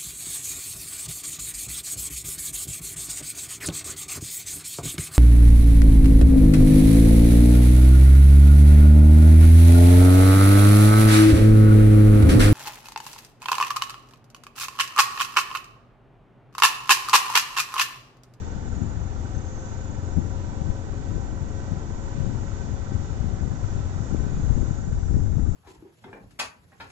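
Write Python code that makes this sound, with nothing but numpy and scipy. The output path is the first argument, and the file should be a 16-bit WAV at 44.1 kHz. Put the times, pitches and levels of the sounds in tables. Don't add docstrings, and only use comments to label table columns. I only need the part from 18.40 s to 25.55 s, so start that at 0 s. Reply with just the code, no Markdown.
import sys
import numpy as np
from scipy import signal
from scipy.fft import rfft, irfft, next_fast_len
from scipy.io import wavfile
from scipy.ndimage import map_coordinates

SR = 44100
rng = np.random.default_rng(int(sys.argv[2]) if len(sys.argv) > 2 else 0)


def bounce(signal):
    frames = np.transpose(np.atleast_2d(signal))
    limited = np.clip(frames, -1, 1)
    pcm = np.round(limited * 32767).astype(np.int16)
    wavfile.write(sys.argv[1], SR, pcm)


def field_ratio(decibels):
    return 10 ** (np.asarray(decibels, dtype=float) / 20)


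N = 315315

# (frequency [Hz], left density [dB per Hz], right density [dB per Hz])
CHORUS = [(4130, -99, -99), (4530, -96, -93.5), (5200, -88.5, -93.5), (5260, -89.5, -92.5),
          (5800, -82, -89.5), (6050, -82.5, -87), (6300, -84.5, -89), (6560, -83.5, -88),
          (6770, -82, -80.5), (7010, -83.5, -83), (7180, -89, -83.5), (7590, -91, -83),
          (8250, -90.5, -93.5)]
# (time [s], low band [dB], high band [dB])
CHOIRS = [(0, -1, -1.1), (2, -0.5, -1.1), (3.5, -.5, -0.28), (5, .5, 0.59), (6.2, 1, 1.5), (6.6, 0, -0.25),
          (7.15, -3.5, 0.17)]
CHOIR_SPLIT_HZ = 6550
# (start [s], end [s], pitch [Hz], left level [dB], right level [dB])
TRILLS = [(-.1, .3, 6860, -56, -60), (1.575, 1.95, 6800, -55, -59), (2.407, 3.298, 6900, -59, -60),
          (2.498, 3.2, 6700, -63, -61), (3.45, 3.95, 6850, -58, -57), (3.951, 4.404, 6600, -57, -69),
          (3.993, 4.754, 6820, -55, -71), (4.855, 5.4, 6850, -56, -67), (5.555, 6.55, 6730, -53.5, -63),
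          (5.6, 6.05, 6780, -55, -62), (5.9, 6.55, 6800, -53, -61), (6.6, 7.3, 6720, -58, -65),
          (5.4, 7.3, 3790, -66, -74)]
# (start [s], end [s], pitch [Hz], chirp rate [per s], level [dB])
SOLOISTS = [(-.069, .13, 6380, 29, -57), (.244, .32, 6860, 28.8, -54), (.313, .55, 6860, 28.8, -49),
            (.556, .69, 6860, 28.8, -53), (.62, .93, 6330, 28.9, -56.5), (.937, 1.04, 6310, 28.95, -48.5),
            (1.04, 1.355, 6310, 28.95, -49.5), (1.056, 1.16, 6790, 29.2, -49),
            (1.193, 1.33, 6790, 29.2, -50), (1.33, 1.572, 6800, 29.2, -48.5),
            (1.198, 1.37, 7020, 29.2, -58), (1.369, 1.57, 7020, 29.2, -55), (5.94, 6.32, 6490, 27.2, -52)]
CHIRPS_PER_S, CHIRP_SPREAD_PER_S, SHADE_DB = 31, 2.1, -12

# (time [s], level [dB])
HEADWIND = [(0, -39), (.35, -37.5), (.8, -34.5), (1.1, -39), (1.4, -36), (2, -34.5), (3, -34.5),
            (3.65, -34), (4.3, -32.5), (5, -30.5), (5.6, -32.5), (6.1, -30), (6.45, -29), (6.75, -26.5),
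            (7.15, -27.5)]
# (centre [s], half length [s], rise [dB])
GUSTS = [(.3, 0.23, 10), (.98, 0.038, 10), (1.782, 0.031, 16.5), (1.87, 0.084, 7.5), (2.21, 0.021, 7),
         (2.29, 0.046, 10.5), (2.75, 0.063, 9), (3.33, 0.036, 2), (3.87, 0.091, 11.5), (4.55, 0.036, 6),
         (4.86, 0.039, 2), (5.04, 0.034, 4), (5.24, .03, -1), (5.742, 0.0075, 15), (5.82, 0.043, 7),
         (5.97, 0.12, 3), (6.11, 0.012, 14), (6.21, 0.027, 9), (6.53, 0.015, -5), (6.76, 0.039, 5),
         (6.985, 0.035, 6), (7.08, 0.011, 8.5)]
# (centre [s], half length [s], rise [dB])
SIDE_GUSTS = [(1.36, .06, 4), (2, .06, 4), (3.1, .15, 4), (4.75, .15, 3), (5.4, .12, 6), (5.97, .13, 10),
              (6.52, .1, 9.5), (6.78, .06, 11)]
# (frequency [Hz], density [dB per Hz])
THUD_SPECTRUM = [(12, -3.5), (25, -7), (45, -0.5), (80, -0.5), (110, -6), (160, -29), (300, -65)]
# (frequency [Hz], density [dB per Hz])
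FLUTTER_SPECTRUM = [(60, -27.5), (100, -0.5), (140, -1.5), (200, -7.5), (300, -13.5), (450, -26),
                    (800, -42), (1500, -73)]
# (frequency [Hz], density [dB per Hz])
LEE_THUD_SPECTRUM = [(10, -20), (24, -2), (45, 0), (65, -5), (90, -13), (150, -23), (300, -38), (1200, -90)]
# (frequency [Hz], density [dB per Hz])
LEE_FLUTTER_SPECTRUM = [(50, -19.5), (90, -1), (160, -1), (280, -6.5), (450, -15.5), (800, -36.5),
                        (1500, -68.5)]
# (time [s], level [dB])
LEE_FLUTTER = [(0, -61.5), (4, -56.5), (5.9, -52), (6.3, -47.5), (7.15, -45)]
# (time [s], peak [dB], pitch [Hz])
PUFFS = [(0.416, -20.5, 130), (0.57, -17, 86), (0.967, -14, 87), (1.783, -7, 147), (2.216, -10.5, 110),
         (2.267, -21, 117), (2.288, -18, 173), (2.728, -20, 87), (2.766, -13.5, 133), (2.927, -20.5, 116),
         (3.029, -16.5, 99), (3.318, -15, 115), (3.369, -16.5, 102), (3.756, -23, 100), (3.783, -19, 116),
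         (3.802, -11.5, 98), (3.847, -19, 178), (3.862, -14.5, 116), (4.131, -18, 98), (4.518, -16.5, 150),
         (4.55, -16, 87.5), (4.804, -13, 85), (4.841, -14, 157), (4.879, -13.2, 100), (5.009, -13, 85.6),
         (5.116, -16.5, 111), (5.242, -13.5, 82), (5.561, -15.5, 101), (5.604, -16.5, 116),
         (5.725, -15, 151), (5.745, -9.5, 210), (5.805, -12, 101), (5.927, -17, 116), (5.974, -22, 116),
         (5.997, -15, 153), (6.075, -14.5, 115), (6.102, -7, 99), (6.122, -23, 116), (6.164, -13, 131),
         (6.176, -13.5, 176), (6.206, -12.5, 50.3), (6.229, -13, 181), (6.28, -13.5, 88.5),
         (6.307, -9.5, 122), (6.375, -19, 77), (6.527, -12.5, 100), (6.581, -13.5, 75), (6.654, -19, 76),
         (6.693, -12.5, 57), (6.709, -12, 135), (6.741, -12.5, 136), (6.766, -11.5, 200), (6.822, -10, 102),
         (6.907, -17.5, 76), (6.94, -17, 115), (6.967, -9, 116), (6.987, -14.5, 101), (7.089, -12, 102),
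         (.166, -22, 170), (1.772, -16, 140), (5.744, -26, 520), (6.982, -29, 600), (7.062, -20, 225),
          (6.105, -22, 400), (6.002, -14, 60), (6.095, -12.5, 53), (6.38, -17.5, 55), (5.865, -16, 170),
          (6.04, -17, 130), (6.995, -15, 210), (6.997, -30, 480), (7.09, -27, 300), (5.803, -24, 320),
          (6.178, -24, 320), (6.225, -25, 360), (2.78, -26, 400), (2.295, -14, 52), (6.112, -14, 55),
          (6.515, -25, 380), (3.33, -15, 95), (1.5, -20, 150), (6.06, -14, 42), (6.15, -14, 46),
          (6.8, -15, 40), (5.71, -17, 190), (2.75, -17, 150)]
THUD_DB, FLUTTER_DB = 5.5, -1.5
THUD_SHARE = 0.42
LEE_DB, LEE_DB_PER_S = -50, 1.8
EDDY_CYCLES, EDGE_RATIO, EDGE_DB = .95, 1.8, -11.5

# (time [s], firing rate [per s])
FIRING = [(0.0, 20.05), (0.55, 20.7), (1.19, 21.75), (1.8, 22.2), (2.4, 22.55), (3.15, 22.5), (3.42, 23.0),
          (3.76, 22.65), (4.08, 22.9), (4.33, 22.6), (4.8, 23.3), (5.25, 23.75), (5.52, 23.25),
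          (6.2, 23.85), (6.35, 23.6), (6.53, 20.0), (6.87, 15.6), (7.15, 14.2)]
# (time [s], level [dB])
THROTTLE = [(0, 1), (.7, .5), (1.3, .4), (3, .3), (4.5, -.3), (5.7, -.3), (6.28, -.3), (6.42, -11),
            (7.15, -17)]
# (frequency [Hz], level [dB], likeness [0-1], phase [rad])
PORTS = [(64, 7, 0.94, -1.5), (384, 1, 0.8, 0.89), (480, 1, 0.6, -0.1), (890, -3.5, 1, -2),
         (1070, -4, 0.8, -1.58), (1604, -16, 0.5, -2), (1624, -14.5, 0.8, -19), (2562, -7, 0.5, 12.5),
         (2873, -0.5, 0.99, -8.5), (3325, 1, 0.11, -1), (3740, 3, 0.1, -2), (8000, 0.5, .05, -6)]
# (frequency [Hz], density [dB per Hz])
ENGINE_AND_TYRES = [(60, -80), (120, -78.5), (165, -78), (225, -75), (300, -73),
                    (380, -72.5), (480, -77), (600, -78.5), (720, -78), (900, -78), (1200, -81.5), (1450, -83.5),
          (1620, -87.5), (2200, -90), (3000, -95), (4800, -99.5), (8000, -112)]
# (frequency [Hz], width [Hz], level against the noise [dB])
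PANELS = [(542, 40, -8), (775, 45, -1), (905, 60, -1), (1370, 130, 1), (1525, 20, 10.5), (1730, 90, -1),
          (1890, 60, 1), (2410, 45, -5), (2700, 35, -6), (3540, 180, -7)]
# (centre [s], half length [s], rise [dB])
KNOCK_SWELLS = [(2.6, 1, -2.5), (5.9, 0.68, 1)]
# (multiple of firing rate [-], level [dB], phase wander [turns])
WHINE = [(24, -53.5, .03), (44, -58.5, .2), (85, -65, .15)]
# (frequency [Hz], width [Hz], level [dB])
GEARCASE = [(540, 40, 1), (930, 200, 1.5), (1895, 110, 0)]
# (frequency [Hz], level [dB rms])
EXHAUST_LEVELS = [(10, -80), (40, -50), (65, -53), (88, -40), (110, -45.5), (118, -44), (140, -51), (158, -64),
                  (177, -64),
                  (195, -51), (232, -52), (243, -68), (252, -59), (265, -50.5), (296, -61), (310, -51.5),
            (350, -62), (430, -59.5), (485, -71), (545, -64), (578, -68), (800, -76), (1500, -95),
            (3000, -140)]
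# (frequency [Hz], delay [s])
CHAMBERS = [(30, .024), (55, .018), (80, .02), (100, .013), (125, .005), (185, .001), (235, .018),
            (262, .003), (325, .024), (430, .018), (545, .002), (800, .012)]
# (frequency [Hz], width [Hz], level [dB])
TAPPET = [(1527, 26, -62)]
# (centre [s], half length [s], rise [dB])
TAPPET_SWELLS = [(1.35, .3, 5), (2.4, .35, 4.5), (3.15, .15, 5), (3.7, .25, 4), (4.3, .25, 5.5),
                 (6.2, .2, 3)]
TAPPET_LAG_S = .015
COOL_PER_S, HOT_PER_S = 20.4, 22.3
CASING_DB, CASING_DB_PER_DB, CASING_DB_PER_REV = 1.78, 0.15, 0.2
INTAKE_DB_PER_DB = 0.14
KNOCK_DEPTH_PER_DB = .075


def unit(x):
    return x / np.sqrt(np.mean(x ** 2) + 1e-20)


def along(points, hz):
    f, *cols = np.transpose(points)
    return np.squeeze([np.interp(np.log(hz + 1), np.log(f + 1), c) for c in cols])


def curves(rows):
    s, *cols = np.transpose(rows)
    return [np.interp(np.arange(N) / SR, s, c) for c in cols]


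def swells(rows):
    t = np.arange(N) / SR
    return sum(db * np.exp(-((t - s) / half) ** 2) for s, half, db in rows)


def wobble(rate):
    return map_coordinates(rng.standard_normal(int(N * rate / SR) + 4), [np.arange(N) * rate / SR])


def filtered(x, response):
    m = next_fast_len(N + SR // 2)
    return irfft(rfft(x, m) * response(np.fft.rfftfreq(m, 1 / SR)), m)[..., :N]


def resonance(modes, f):
    return sum(field_ratio(db) * 1j * f * w / (c * c - f * f + 1j * f * w) for c, w, db in modes)


def hiss(channels):
    return np.sqrt(SR / 2) * rng.standard_normal((channels, N))


def chorus():
    far = filtered(hiss(channels=2), lambda hz: field_ratio(along(CHORUS, hz) - 4.5) * (hz > 4400))
    low = filtered(far, lambda hz: hz < CHOIR_SPLIT_HZ)
    low_db, high_db = curves(CHOIRS)
    song = field_ratio(low_db) * low + field_ratio(high_db) * (far - low)
    return song * field_ratio([wobble(6), wobble(6)])


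def trill(start, end, hz, rate, side_db):
    t = np.arange(N) / SR
    stroke = ((t - start) * rate + .035 * wobble(18)) % 1
    swell = np.sin(np.pi * np.clip((t - start) / (end - start), 0, 1)) ** .12
    wing = np.sin(np.pi * np.clip(stroke / .72, 0, 1)) * field_ratio(.8 * wobble(25) - .8)
    pitch_hz = hz * (1 + .018 * (.3 - stroke) + .004 * wobble(90))
    phase = 2 * np.pi * np.cumsum(pitch_hz) / SR
    paths = np.array([np.sin(phase), np.sin(phase + 4.3 * wobble(8.4))])
    return field_ratio(np.array(side_db)[:, None] + 3) * swell * wing * paths


def crickets():
    song = chorus()
    rates = CHIRPS_PER_S + CHIRP_SPREAD_PER_S * rng.standard_normal(len(TRILLS))
    for start, end, hz, rate, db in SOLOISTS:
        song += trill(start, end, hz, rate, [db, db + SHADE_DB])
    for (start, end, hz, *side_db), rate in zip(TRILLS, rates):
        song += trill(start, end, hz, rate, side_db)
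    return song


def buffet(spectrum, lumpy_db):
    lumps = field_ratio(lumpy_db * wobble(28))
    return unit(filtered(lumps * hiss(channels=1)[0], lambda hz: field_ratio(along(spectrum, hz))))


def eddies():
    t, out = np.arange(N) / SR, np.zeros(N)
    rows = PUFFS
    for (s, db, hz), turn in zip(rows, rng.random((len(rows), 1))):
        near = slice(max(0, round(s * SR) - SR // 20), round(s * SR) + SR // 10)
        u = (t[near] - s) * hz / EDDY_CYCLES - .4
        roll = lambda v: np.exp(-4 * v ** 2) * np.sin(2 * np.pi * (v * EDDY_CYCLES + turn))
        out[near] += field_ratio(db - 0.5) * (roll(u) + field_ratio(EDGE_DB) * roll(EDGE_RATIO * u))
    return out


def wind():
    t, strength_db = np.arange(N) / SR, curves(HEADWIND)[0]
    gust_db, side_gust_db = swells(GUSTS), swells(SIDE_GUSTS)
    thud_db = strength_db + THUD_DB + THUD_SHARE * gust_db + .7 * wobble(12)
    flutter_db = strength_db + FLUTTER_DB + gust_db + 1.1 * wobble(9)
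    left = field_ratio(thud_db) * buffet(THUD_SPECTRUM, lumpy_db=-0.5)
    left = left + field_ratio(flutter_db) * buffet(FLUTTER_SPECTRUM, lumpy_db=1.5) + eddies()
    lee_thud_db = LEE_DB + LEE_DB_PER_S * t + side_gust_db
    lee_flutter_db = curves(LEE_FLUTTER)[0] + 0.56 * side_gust_db
    right = field_ratio(lee_thud_db) * buffet(LEE_THUD_SPECTRUM, lumpy_db=0.0)
    right = right + field_ratio(lee_flutter_db) * buffet(LEE_FLUTTER_SPECTRUM, lumpy_db=1.0)
    return np.array([left, right + field_ratio(-35) * left])


def at_ports(near, other):
    def left(hz):
        db, alike, phase = along(PORTS, hz)
        alike = np.clip(alike, 0, 1)
        return field_ratio(db) * np.array([alike * np.exp(1j * phase), np.sqrt(1 - alike ** 2)])
    return np.array([filtered(np.array([near, other]), left).sum(axis=0), near])


def clatter(cycle, rate, blow_db):
    lost_db = np.minimum(blow_db, 0)
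    casing_db = CASING_DB + CASING_DB_PER_DB * blow_db + CASING_DB_PER_REV * (rate - HOT_PER_S)
    knock_db = 2.2 * np.cos(2 * np.pi * (cycle - .63)) + 1.2 * np.cos(4 * np.pi * (cycle - .6))
    knock = field_ratio(knock_db) ** (1 - KNOCK_DEPTH_PER_DB * lost_db)

    ringing = lambda f: field_ratio(along(ENGINE_AND_TYRES, f)) * (1 + resonance(PANELS, f))
    valves = lambda f: ringing(f) / (1 + (1150 / (f + 1)) ** 10) / (1 + (f / 1800) ** 10)
    intake = lambda f: (ringing(f) - valves(f)) / (1 + (2000 / (f + 1)) ** 6)
    steady = lambda f: ringing(f) - valves(f) - intake(f)

    noise = hiss(channels=2)
    knocking = filtered(noise * unit(knock) * field_ratio(swells(KNOCK_SWELLS)), valves)
    intake_db = casing_db + INTAKE_DB_PER_DB * lost_db + .7 * wobble(6)
    return field_ratio(casing_db) * (knocking + filtered(noise, steady)) + field_ratio(intake_db) * filtered(noise, intake)


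def gear_whine(cycle, blow_db):
    whine = np.zeros(N)
    for multiple, db, turns in WHINE:
        whine += field_ratio(db + 1.6 * wobble(5)) * np.sin(2 * np.pi * (multiple * cycle + turns * wobble(40)))
    return filtered(field_ratio(blow_db + 3.5) * whine, lambda f: resonance(GEARCASE, f))


def pipe(hz, heat=1):
    turns = np.cumsum(along(CHAMBERS, hz)) * hz[1]
    return field_ratio(along(EXHAUST_LEVELS, hz / heat)) * np.exp(-2j * np.pi * turns)


def valve_cover(f):
    centre_hz, width_hz, _ = TAPPET[0]
    skirt = width_hz / (width_hz + np.abs(f - centre_hz))
    return resonance(TAPPET, f) * skirt * np.exp(-2j * np.pi * f * TAPPET_LAG_S)


def exhaust(cycle, rate, blow_db):
    fired = np.flatnonzero(np.diff(np.floor(cycle - .3 + .002 * wobble(25))) > 0)
    blows = np.zeros(N)
    blows[fired] = (field_ratio(blow_db + .7 * wobble(20)) * SR / rate / np.sqrt(2))[fired]
    hot = np.clip((rate - COOL_PER_S) / (HOT_PER_S - COOL_PER_S), 0, 1)
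    cool_pipe = lambda f: pipe(f, COOL_PER_S / HOT_PER_S) / (1 + (f / 330) ** 6) ** .5
    boom = hot * filtered(blows, pipe) + (1 - hot) * filtered(blows, cool_pipe)
    return boom + field_ratio(swells(TAPPET_SWELLS)) * filtered(blows, valve_cover)


def engine():
    rate, blow_db = curves(FIRING)[0], curves(THROTTLE)[0]
    cycle = np.cumsum(rate) / SR
    near, other = clatter(cycle, rate, blow_db)
    return at_ports(exhaust(cycle, rate, blow_db) + near + gear_whine(cycle, blow_db), other)


def scene():
    return crickets() + wind() + engine()


def roll_off(x):
    return signal.sosfilt(signal.butter(12, 8360, fs=SR, output="sos"), x)


def record(dry):
    squeezed = dry / (1 + np.abs(dry / .55) ** 4) ** (1 / 4)
    narrow = filtered(squeezed, lambda hz: 1 / (1 + (hz / 7900) ** 90) / (1 + (hz / 8050) ** 400))
    return roll_off(narrow)


dry = scene()
out = record(dry)
bounce(out)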